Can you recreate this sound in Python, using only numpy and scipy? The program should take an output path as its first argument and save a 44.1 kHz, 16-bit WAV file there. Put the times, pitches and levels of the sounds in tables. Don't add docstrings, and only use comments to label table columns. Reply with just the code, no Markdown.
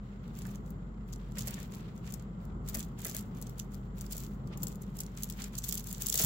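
import sys
import numpy as np
from scipy import signal
from scipy.fft import rfft, irfft
from scipy.io import wavfile

SR = 44100
rng = np.random.default_rng(int(sys.argv[2]) if len(sys.argv) > 2 else 0)


def store_pcm(level_fs):
    pcm = np.round(np.clip(level_fs, -1, 1) * 32767).astype(np.int16)
    wavfile.write(sys.argv[1], SR, np.atleast_2d(pcm).T)


N = 275625
HZ = np.maximum(np.fft.rfftfreq(4096, 1 / SR), 1)

# time in seconds, relative level in dB,
# drive of the treble above the split in dB re the range below, left-right difference in dB.
CLEAR_KNOCKS = [(0.2795, -48.5, -8, -4), (0.353, -46, -10, 0), (0.3893, -35, -1, 0), (0.42, -37, -7, 1),
                (0.4536, -44, -11, -3), (0.4691, -37.5, 12, -1), (0.5133, -49, -1, 13),
                (0.557, -40, -8, -2), (0.6625, -52, -3, 5), (0.7065, -44, 12, 10), (1.1302, -36, -8, 3),
                (1.1366, -34.5, -20, -3), (1.1596, -44, -20, -4), (1.321, -47, -8, -9),
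                (1.372, -39, -8, -5), (1.3845, -26, -6, -5), (1.3918, -27, -6, 4), (1.408, -28.5, -7, -3),
                (1.4219, -32.5, -2, -4), (1.466, -39, 4, 2), (1.4726, -24, 17, 0), (1.477, -28, 5, -6),
                (1.4839, -27, -8, -1), (1.5084, -32, 10, -5), (1.5426, -30, -7, 0), (1.5898, -41, 4, -1),
                (1.6033, -40, 1, -1), (1.6299, -40, -3, 6), (1.7227, -43, -4, -1), (1.7373, -41, -5, 6),
                (1.7485, -36.5, 1, -1), (1.7696, -47, -6, 0), (1.8081, -48, -13.5, 9), (1.9635, -52, -6, 0),
                (1.9786, -47.5, -15, 9), (2.0663, -44, -6, -4), (2.076, -41, -14, -5), (2.106, -42, -5, 6),
                (2.1235, -34, 5, 3), (2.1404, -31, 2, 12.5), (2.1967, -45.5, -17, -4),
                (2.2237, -52, -4, -10), (2.4538, -51, 4, 13), (2.6789, -37, 2, 1), (2.688, -28, 1, -1),
                (2.6985, -30, 8, 11), (2.7463, -28, 6, 15), (2.7503, -25, -7, -6), (2.7568, -26, 13, 4),
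                (2.7714, -28, 7, -3), (2.7874, -33, 1, 1), (2.794, -27, 6, 4), (2.806, -28.5, -7.5, -2),
                (2.8285, -31.5, -9, -2), (2.848, -43, 2, 1), (2.9901, -41, 7, 9), (3.005, -39, -3, 3),
                (3.0196, -35, -2.5, 0), (3.0488, -26, 3, -10), (3.0528, -29, 4, 9), (3.066, -27, 14, 1),
                (3.0704, -30, 1, -3), (3.0824, -31, 8, 2), (3.0971, -27.5, 2, 4), (3.1136, -34, -5, -2.5),
                (3.1484, -24.5, 4, 3), (3.1668, -24.5, 7, 3), (3.1854, -32, 4, -2), (3.1918, -32, 3, 2),
                (3.2095, -36, 11, -1), (3.3727, -44.5, -11, 2), (3.4152, -32, 19, 8),
                (3.425, -31.5, -0.5, 6), (3.4707, -37, -11, 0), (3.496, -39, 3, 5), (3.584, -42, 1, 11),
                (3.5981, -24.5, -4.5, -3), (3.7451, -39.5, -6, 10), (3.984, -43.5, 7, 11),
                (4.011, -30, 2, 4.5), (4.0652, -37, -4, -4), (4.112, -36, 2, -1), (4.1244, -26.5, 9, 10),
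                (4.1323, -30.5, 0, -7), (4.1677, -27.5, 13, 2), (4.181, -28.5, -1, 4), (4.2039, -36, -1, 6),
                (4.2367, -36, 5, 9), (4.474, -46.5, -3, 3), (4.5747, -34.5, 5, 5), (4.6233, -38.5, -2.5, 3),
                (4.633, -21, 9, 4), (4.637, -25, 22, 8), (4.6703, -28, -4, 9.5), (4.6813, -33, 8, 3),
                (4.727, -41.5, -6, 1), (4.7572, -41.5, 5, 9), (4.8206, -34, 16.5, -1),
                (4.9704, -35.5, 11, 4.5), (4.9901, -30, 4, -4), (5.0054, -23, 4, 1), (5.008, -26.5, 4, 7),
                (5.0349, -38, -5, 5.5), (5.0646, -38, -6, -1), (5.1751, -37, -10, 10),
                (5.2258, -32.5, 4, 4), (5.234, -20, 2.5, -0.5), (5.2426, -31, 2, 1), (5.2999, -27.5, 2, 8),
                (5.3094, -38, -3, -3), (5.3244, -36, -8, 4), (5.4013, -39, -17, -8), (5.422, -29, -17, -3),
                (5.442, -29, -11, 1), (5.5538, -31, -8, 6), (5.5677, -43, 4, -4), (5.5818, -29, 2, -12),
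                (5.5872, -25.5, 1, 5), (5.645, -31, 2, 0), (5.6479, -29, 6, 11), (5.6676, -35, 17, 6),
                (5.6904, -18.5, 9, -3), (5.695, -23, 6, 1), (5.725, -18.5, 2, -0.5), (5.7306, -29.5, 7, -7),
                (5.7432, -23, 10, -2), (5.7539, -23.5, 7, 7), (5.778, -22, -1, 1), (5.7953, -29, 6, 1),
                (5.8418, -35, 10, 5), (5.8721, -30, 4, 6), (5.8867, -33.5, 3, 3), (5.9133, -31, 3, -3),
                (5.9283, -25, 9, 5), (5.9816, -35, 7, 2), (6.0085, -35, 8, -5), (6.0214, -21, 3, 1),
                (6.0683, -17.5, 3, 3), (6.085, -23.5, 1.5, -9), (6.0996, -16, 5, 0), (6.1271, -20, -3, 7),
                (6.1421, -17, 1, -3), (6.1568, -17.5, 2, 6), (6.1772, -21, -1, 5), (6.194, -25.5, -8, -7),
                (6.2085, -21.5, -5, 3), (6.2222, -20, -6.5, -9), (6.2374, -17, 14, 2),
                (6.2481, -16, 10, -8)]
# frequency in Hz, relative level in dB.
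TICK_COLOUR = [(1470, -45.5), (2500, -19.5), (3490, -7.5), (3900, -10.5), (4390, -7.5), (4990, -8),
               (7190, -1), (7600, 0.5), (8300, -11), (8770, -12.5), (14500, -3.5), (15900, 1.5),
               (16700, -31.5)]
# frequency in Hz, left-right difference in dB.
PORT_DIFFERENCE = [(60, -3), (150, -13), (380, 2), (950, 7), (2380, -2.5), (5980, -0.5), (15000, 1.5)]
# time in seconds, relative level in dB,
# drive of the low body in dB re that level, pitch in Hz.
LANDINGS = [(0.4515, -46.5, -21, 1350), (1.3708, -47, -6, 1767), (1.474, -48.5, -1.5, 1440),
            (1.5767, -46.5, -7, 1570), (2.0749, -51.5, -16, 2240), (2.749, -40.5, -7.5, 1650),
            (3.052, -41.5, -7.5, 1773), (3.0891, -51.5, -4.5, 1970), (3.1467, -49, -3.5, 1700),
            (4.1492, -56, -3, 1200), (4.629, -48, -5.5, 1060), (5.4388, -50, -22, 1920),
            (5.7188, -62, 0, 1795), (6.1412, -43.5, -4, 1773), (6.199, -38.5, -4, 1432)]
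# start in seconds, length in seconds, drive of the fine rattle in dB,
# drive of the strand brushing the cloth in dB.
STRAND_TUGS = [(0.04, 0.2, -78.5, -73.5), (0.234, 0.094, -73, -70.5), (0.365, 0.19, -56, -63),
               (0.661, 0.034, -66, -84), (1.087, 0.097, -64, -74), (1.2, 0.13, -73, -69.5),
               (1.372, 0.065, -49.5, -59), (1.46, 0.19, -51.5, -55.5), (1.717, 0.079, -61, -65),
               (1.801, 0.12, -72, -65), (1.959, 0.033, -67.5, -71), (2.052, 0.1, -60, -63.5),
               (2.17, 0.047, -68, -72), (2.417, 0.032, -69.5, -73), (2.678, 0.032, -51.5, -61.5),
               (2.747, 0.076, -52.5, -59.5), (2.992, 0.036, -58, -62), (3.044, 0.063, -49, -59.5),
               (3.148, 0.039, -47.5, -56.5), (3.356, 0.083, -62.5, -68.5), (3.467, 0.065, -63, -69.5),
               (3.584, 0.033, -58.5, -69), (3.723, 0.054, -62, -72), (3.84, 0.03, -73, -76),
               (3.978, 0.087, -57.5, -67.5), (4.117, 0.14, -49, -62.5), (4.313, 0.027, -65, -73),
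               (4.468, 0.02, -68.5, -74), (4.53, 0.013, -70, -59.5), (4.619, 0.1, -54, -67.5),
               (4.817, 0.02, -65.5, -72.5), (4.863, 0.082, -70, -71.5), (4.962, 0.078, -57.5, -67),
               (5.078, 0.068, -69.5, -68.5), (5.174, 0.18, -52.5, -63), (5.388, 0.072, -50, -56),
               (5.535, 0.07, -53, -63.5), (5.641, 0.16, -43, -58.5), (5.866, 0.11, -48, -63),
               (6.014, 0.086, -42, -57.5), (6.128, 0.068, -34, -55), (6.193, 0.08, -30.5, -47.5)]
# time in seconds, frequency in Hz, level in dB before the decay.
HEAP_DROP = (6.242, 150, -24)
# time in seconds, level in dB rms.
HUM_LEVEL = [(0.0, -43), (0.05, -49), (1.27, -43.5), (1.71, -52), (2.37, -48.5), (2.58, -42), (3.12, -51.5),
             (4.05, -44), (4.79, -49), (5.59, -46), (6.25, -48.5)]
# frequency in Hz, relative level in dB.
RUMBLE_COLOUR = [(33, -32), (56, -4.5), (76, -10.5), (199, -4), (265, -17), (300, -19.5), (485, -23.5),
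                 (581, -28.5), (631, -29.5), (1310, -31), (1500, -37), (1950, -92), (3300, -120)]
# centre in Hz, width in Hz, level in dB rms.
DUCT_RESONANCES = [(124.5, 10.4, -52.5), (200.1, 14.8, -55), (412.3, 25, -67)]
# frequency in Hz, relative level in dB.
HISS_COLOUR = [(880, -20), (1500, -2), (1830, -5.5), (2120, -3.5), (2510, -46), (3120, -10), (4730, -62),
               (7390, -9.5), (8400, -52), (16000, -47)]
# frequency in Hz, left-right correlation.
PORT_LIKENESS = [(60, 0.99), (180, 0.98), (550, 0.45), (1650, -0.35), (4970, -0.17), (15000, -0.18)]

SPLIT_HZ = 9000
SPRAY_S = 0.00082
LEFT_LEAD_S, LEAD_SPREAD_S = 0.0001, 0.00008
NEIGHBOURS, NEIGHBOUR_DB, NEIGHBOUR_LAG_S, NEIGHBOUR_SCATTER_S = 2, -8, 0.0005, 0.0037
LESSER_PER_S, LESSER_DB, LESSER_UNEVEN_DB = 90, 5.5, 6
LESSER_TOP_SPREAD_DB, LESSER_PAN_SPREAD_DB = 11, 6.5
STILL_DB, BUSY_DB = -78.5, -62
ATTACK_DB_PER_S, SAG_DB_PER_S, RELEASE_DB_PER_S = 600, 30, 350.5
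SETTLE_DB, SETTLE_DB_PER_S = -14, 70.5
BRUSH_SETTLE_DB = -10
REST_RATTLE_DB, REST_BRUSH_DB = -85, -76.5
ROOM_T60_S, ROOM_DB = 0.1, -12
RUMBLE_DB, HISS_DB, HUM_HZ = -43.5, -69.5, 47.6


def from_db(db):
    return 10 ** (np.asarray(db) / 20)


def rms_one(x):
    return x / np.sqrt(np.mean(x ** 2) + 1e-20)


def in_time(rows):
    s, *columns = np.transpose(rows)
    return [np.interp(np.arange(N) / SR, s, column) for column in columns]


def at_hz(points, hz):
    point_hz, value = np.transpose(points)
    return np.interp(np.log(hz), np.log(np.maximum(point_hz, 1)), value)


def band(x, low_hz, high_hz):
    return signal.sosfilt(signal.butter(2, [low_hz, high_hz], "band", fs=SR, output="sos"), x)


def causal(db):
    cepstrum = irfft(np.log(from_db(db)))
    cepstrum[1:2048] *= 2
    cepstrum[2049:] = 0
    pulse = irfft(np.exp(rfft(cepstrum)))[:512]
    return pulse / np.max(np.abs(pulse))


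def drift(rate):
    r = np.exp(-80 * np.pi * rate / SR)
    noise = rng.standard_normal(N // 40 + 2002)
    slow = signal.lfilter([1], [1, -2 * r, r * r], noise)[2000:]
    return np.interp(np.arange(N) / 40, np.arange(len(slow)), rms_one(slow))


def contacts(at_s, gain, pan_db, chatter_db, chatter_s):
    length, touch = 300, 30
    draw = rng.standard_normal((len(at_s), 2, length))
    lead = (LEFT_LEAD_S + LEAD_SPREAD_S * draw[:, 0, 0]) * SR
    t = (np.arange(length) - touch) / SR
    envelope = np.where(t < 0, np.exp(t / 0.00061), np.exp(-t / chatter_s))
    shape = from_db(chatter_db) * draw * envelope
    shape[:, :, touch] = np.sign(draw[:, :1, 1])
    shape /= np.sqrt(np.sum(shape ** 2, axis=2, keepdims=True))
    out = np.zeros((2, N + 400))
    for side, sign in enumerate((1, -1)):
        start = np.clip(np.round(at_s * SR - touch - sign * lead / 2).astype(int), 0, N)
        port_gain = gain * from_db(sign * pan_db / 2)
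        np.add.at(out[side], start[:, None] + np.arange(length), port_gain[:, None] * shape[:, side])
    return out[:, :N]


def at_ports(x):
    ports = []
    for side, sign in enumerate((1, -1)):
        colour_db = at_hz(TICK_COLOUR, HZ) + sign * at_hz(PORT_DIFFERENCE, HZ) / 2
        ports.append(signal.oaconvolve(x[side], causal(colour_db))[:N])
    return np.array(ports)


def knocks(rows):
    s, db, top_db, pan_db = np.transpose(rows)
    middle_db = db - 10 * np.log10(1 + from_db(2 * top_db)) + 8.0
    state = rng.bit_generator.state
    middle = contacts(s, from_db(middle_db), pan_db, chatter_db=-5.0, chatter_s=SPRAY_S)
    rng.bit_generator.state = state
    top = contacts(s, from_db(middle_db + top_db), pan_db, chatter_db=-6.5, chatter_s=SPRAY_S)
    middle = band(at_ports(middle), 1300, SPLIT_HZ)
    top = band(at_ports(top), SPLIT_HZ, 15200)
    return middle - top


def neighbours():
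    rows = np.repeat(CLEAR_KNOCKS, NEIGHBOURS, axis=0)
    shift = [NEIGHBOUR_LAG_S, NEIGHBOUR_DB, 0, 0]
    spread = [NEIGHBOUR_SCATTER_S, 3.0, 4.0, 4.0]   # s, dB, dB, dB
    return rows + shift + spread * rng.standard_normal(rows.shape)


def lesser_knocks(rattle_db):
    busy = np.clip((rattle_db - STILL_DB) / (BUSY_DB - STILL_DB), 0, 1)
    at = np.flatnonzero(rng.random(N) < LESSER_PER_S * busy / SR)
    draw = rng.standard_normal((len(at), 3))
    db = rattle_db[at] + LESSER_DB + LESSER_UNEVEN_DB * np.clip(draw[:, 0], -3, 1.5)
    top_db = LESSER_TOP_SPREAD_DB * draw[:, 1]
    pan_db = LESSER_PAN_SPREAD_DB * draw[:, 2]
    return np.transpose([at / SR, db, top_db, pan_db])


def handling():
    t = np.arange(0, N, 32) / SR
    power = from_db(2 * np.array([[REST_RATTLE_DB], [REST_BRUSH_DB]]))
    settle_db = np.array([[SETTLE_DB], [BRUSH_SETTLE_DB]])
    for s, length, *db in STRAND_TUGS:
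        after = np.maximum(t - s - length, 0)
        held_db = -ATTACK_DB_PER_S * np.maximum(s - t, 0) - SAG_DB_PER_S * np.clip(t - s, 0, length)
        release = from_db(-2 * RELEASE_DB_PER_S * after)
        settling = from_db(2 * (settle_db - SETTLE_DB_PER_S * after))
        power = power + from_db(2 * (np.array(db)[:, None] + held_db)) * (release + settling)
    return [np.interp(np.arange(N) / SR, t, 10 * np.log10(p)) for p in power]


def rattle(level_db):
    busy = np.clip((level_db + 79.5) / 20, 0, 1)
    ticks_per_s = 1500 * from_db(3.0 * busy * drift(40))
    born = np.flatnonzero(rng.random(N) < ticks_per_s / SR)
    uneven_db = np.clip(2.76 * busy[born], 0, 4)
    size = from_db(uneven_db * np.minimum(rng.exponential(1, len(born)), 4))
    size = size * np.sqrt(1 - uneven_db * np.log(10) / 10)
    pan_db = rng.normal(0, 2.9, len(born))
    ticks = contacts(born / SR, size, pan_db, chatter_db=7.0, chatter_s=SPRAY_S)
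    return from_db(level_db - 4.0) * rms_one(at_ports(ticks))


def thumps():
    t = np.arange(3000) / SR
    out = np.zeros((2, N + len(t)))
    for s, db, body_db, hz in LANDINGS:
        burst = rng.standard_normal((2, len(t))) * (1 - np.exp(-t / 0.00065)) * np.exp(-t / 0.016)
        dull = from_db(9.5) * band(burst, hz / 1.31, hz * 1.4)
        body = from_db(body_db + 20.5) * band(burst[0], 365, 665)
        start = round(s * SR)
        out[:, start:start + len(t)] += from_db(db) * (dull + body)
    return out[:, :N]


def brushing(level_db):
    grains = rng.standard_normal((2, N)) * from_db(2.3 * drift(66))
    return from_db(level_db + 3.0) * rms_one(band(grains, 890, 3820))


def bump():
    s, hz, db = HEAP_DROP
    t = np.maximum(np.arange(N) / SR - s, 0)
    return from_db(db) * np.sin(2 * np.pi * hz * t) * np.exp(-t / 0.03)


def room(x):
    t = np.arange(int(0.3 * SR)) / SR
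    tail = rng.standard_normal((2, len(t))) * from_db(-60 * t / ROOM_T60_S) * (1 - np.exp(-t / 0.00055))
    tail = signal.lfilter([1], [1, -0.3], tail)
    tail = tail / np.sqrt(np.sum(tail ** 2, 1, keepdims=True))
    return signal.oaconvolve(x, tail, axes=1)[:, :N]


def air(spectrum):
    hz = np.maximum(np.fft.rfftfreq(N, 1 / SR), 1)
    mid, side = rfft(rng.standard_normal((2, N))) * from_db(at_hz(spectrum, hz))
    alike = np.clip(at_hz(PORT_LIKENESS, hz), -0.99, 0.999)
    return rms_one(irfft(np.sqrt(1 + alike) * mid + np.sqrt(1 - alike) * side * [[1], [-1]], N))


def fan():
    rumble = from_db(RUMBLE_DB + 1.3 * drift(1.5)) * band(air(RUMBLE_COLOUR), 57, 5000)
    rumble = rumble * from_db([[0.4], [-0.4]])
    hiss = from_db(HISS_DB + 0.59 * drift(12.0)) * air(HISS_COLOUR)
    duct = np.zeros(N)
    for hz, width, db in DUCT_RESONANCES:
        duct += from_db(db) * rms_one(band(rng.standard_normal(N), hz - width / 2, hz + width / 2))
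    hum_gain = np.sqrt(2) * from_db(in_time(HUM_LEVEL)[0])
    hum = hum_gain * np.sin(2 * np.pi * HUM_HZ * np.arange(N) / SR)
    return rumble + hiss + duct + hum


def scene():
    rattle_db, brush_db = handling()
    all_knocks = np.vstack([CLEAR_KNOCKS, neighbours(), lesser_knocks(rattle_db)])
    beads = knocks(all_knocks) + rattle(rattle_db) + thumps()
    return beads + from_db(ROOM_DB) * room(beads) + brushing(brush_db) + bump() + fan()


def roll_off(x):
    return signal.sosfilt(signal.butter(12, 16840, fs=SR, output="sos"), x)


def record(dry):
    steep_cut = signal.cheby2(10, 20, 16100, fs=SR, output="sos")
    mix = signal.sosfilt(steep_cut, dry)
    return roll_off(mix)


dry = scene()
out = record(dry)
store_pcm(out)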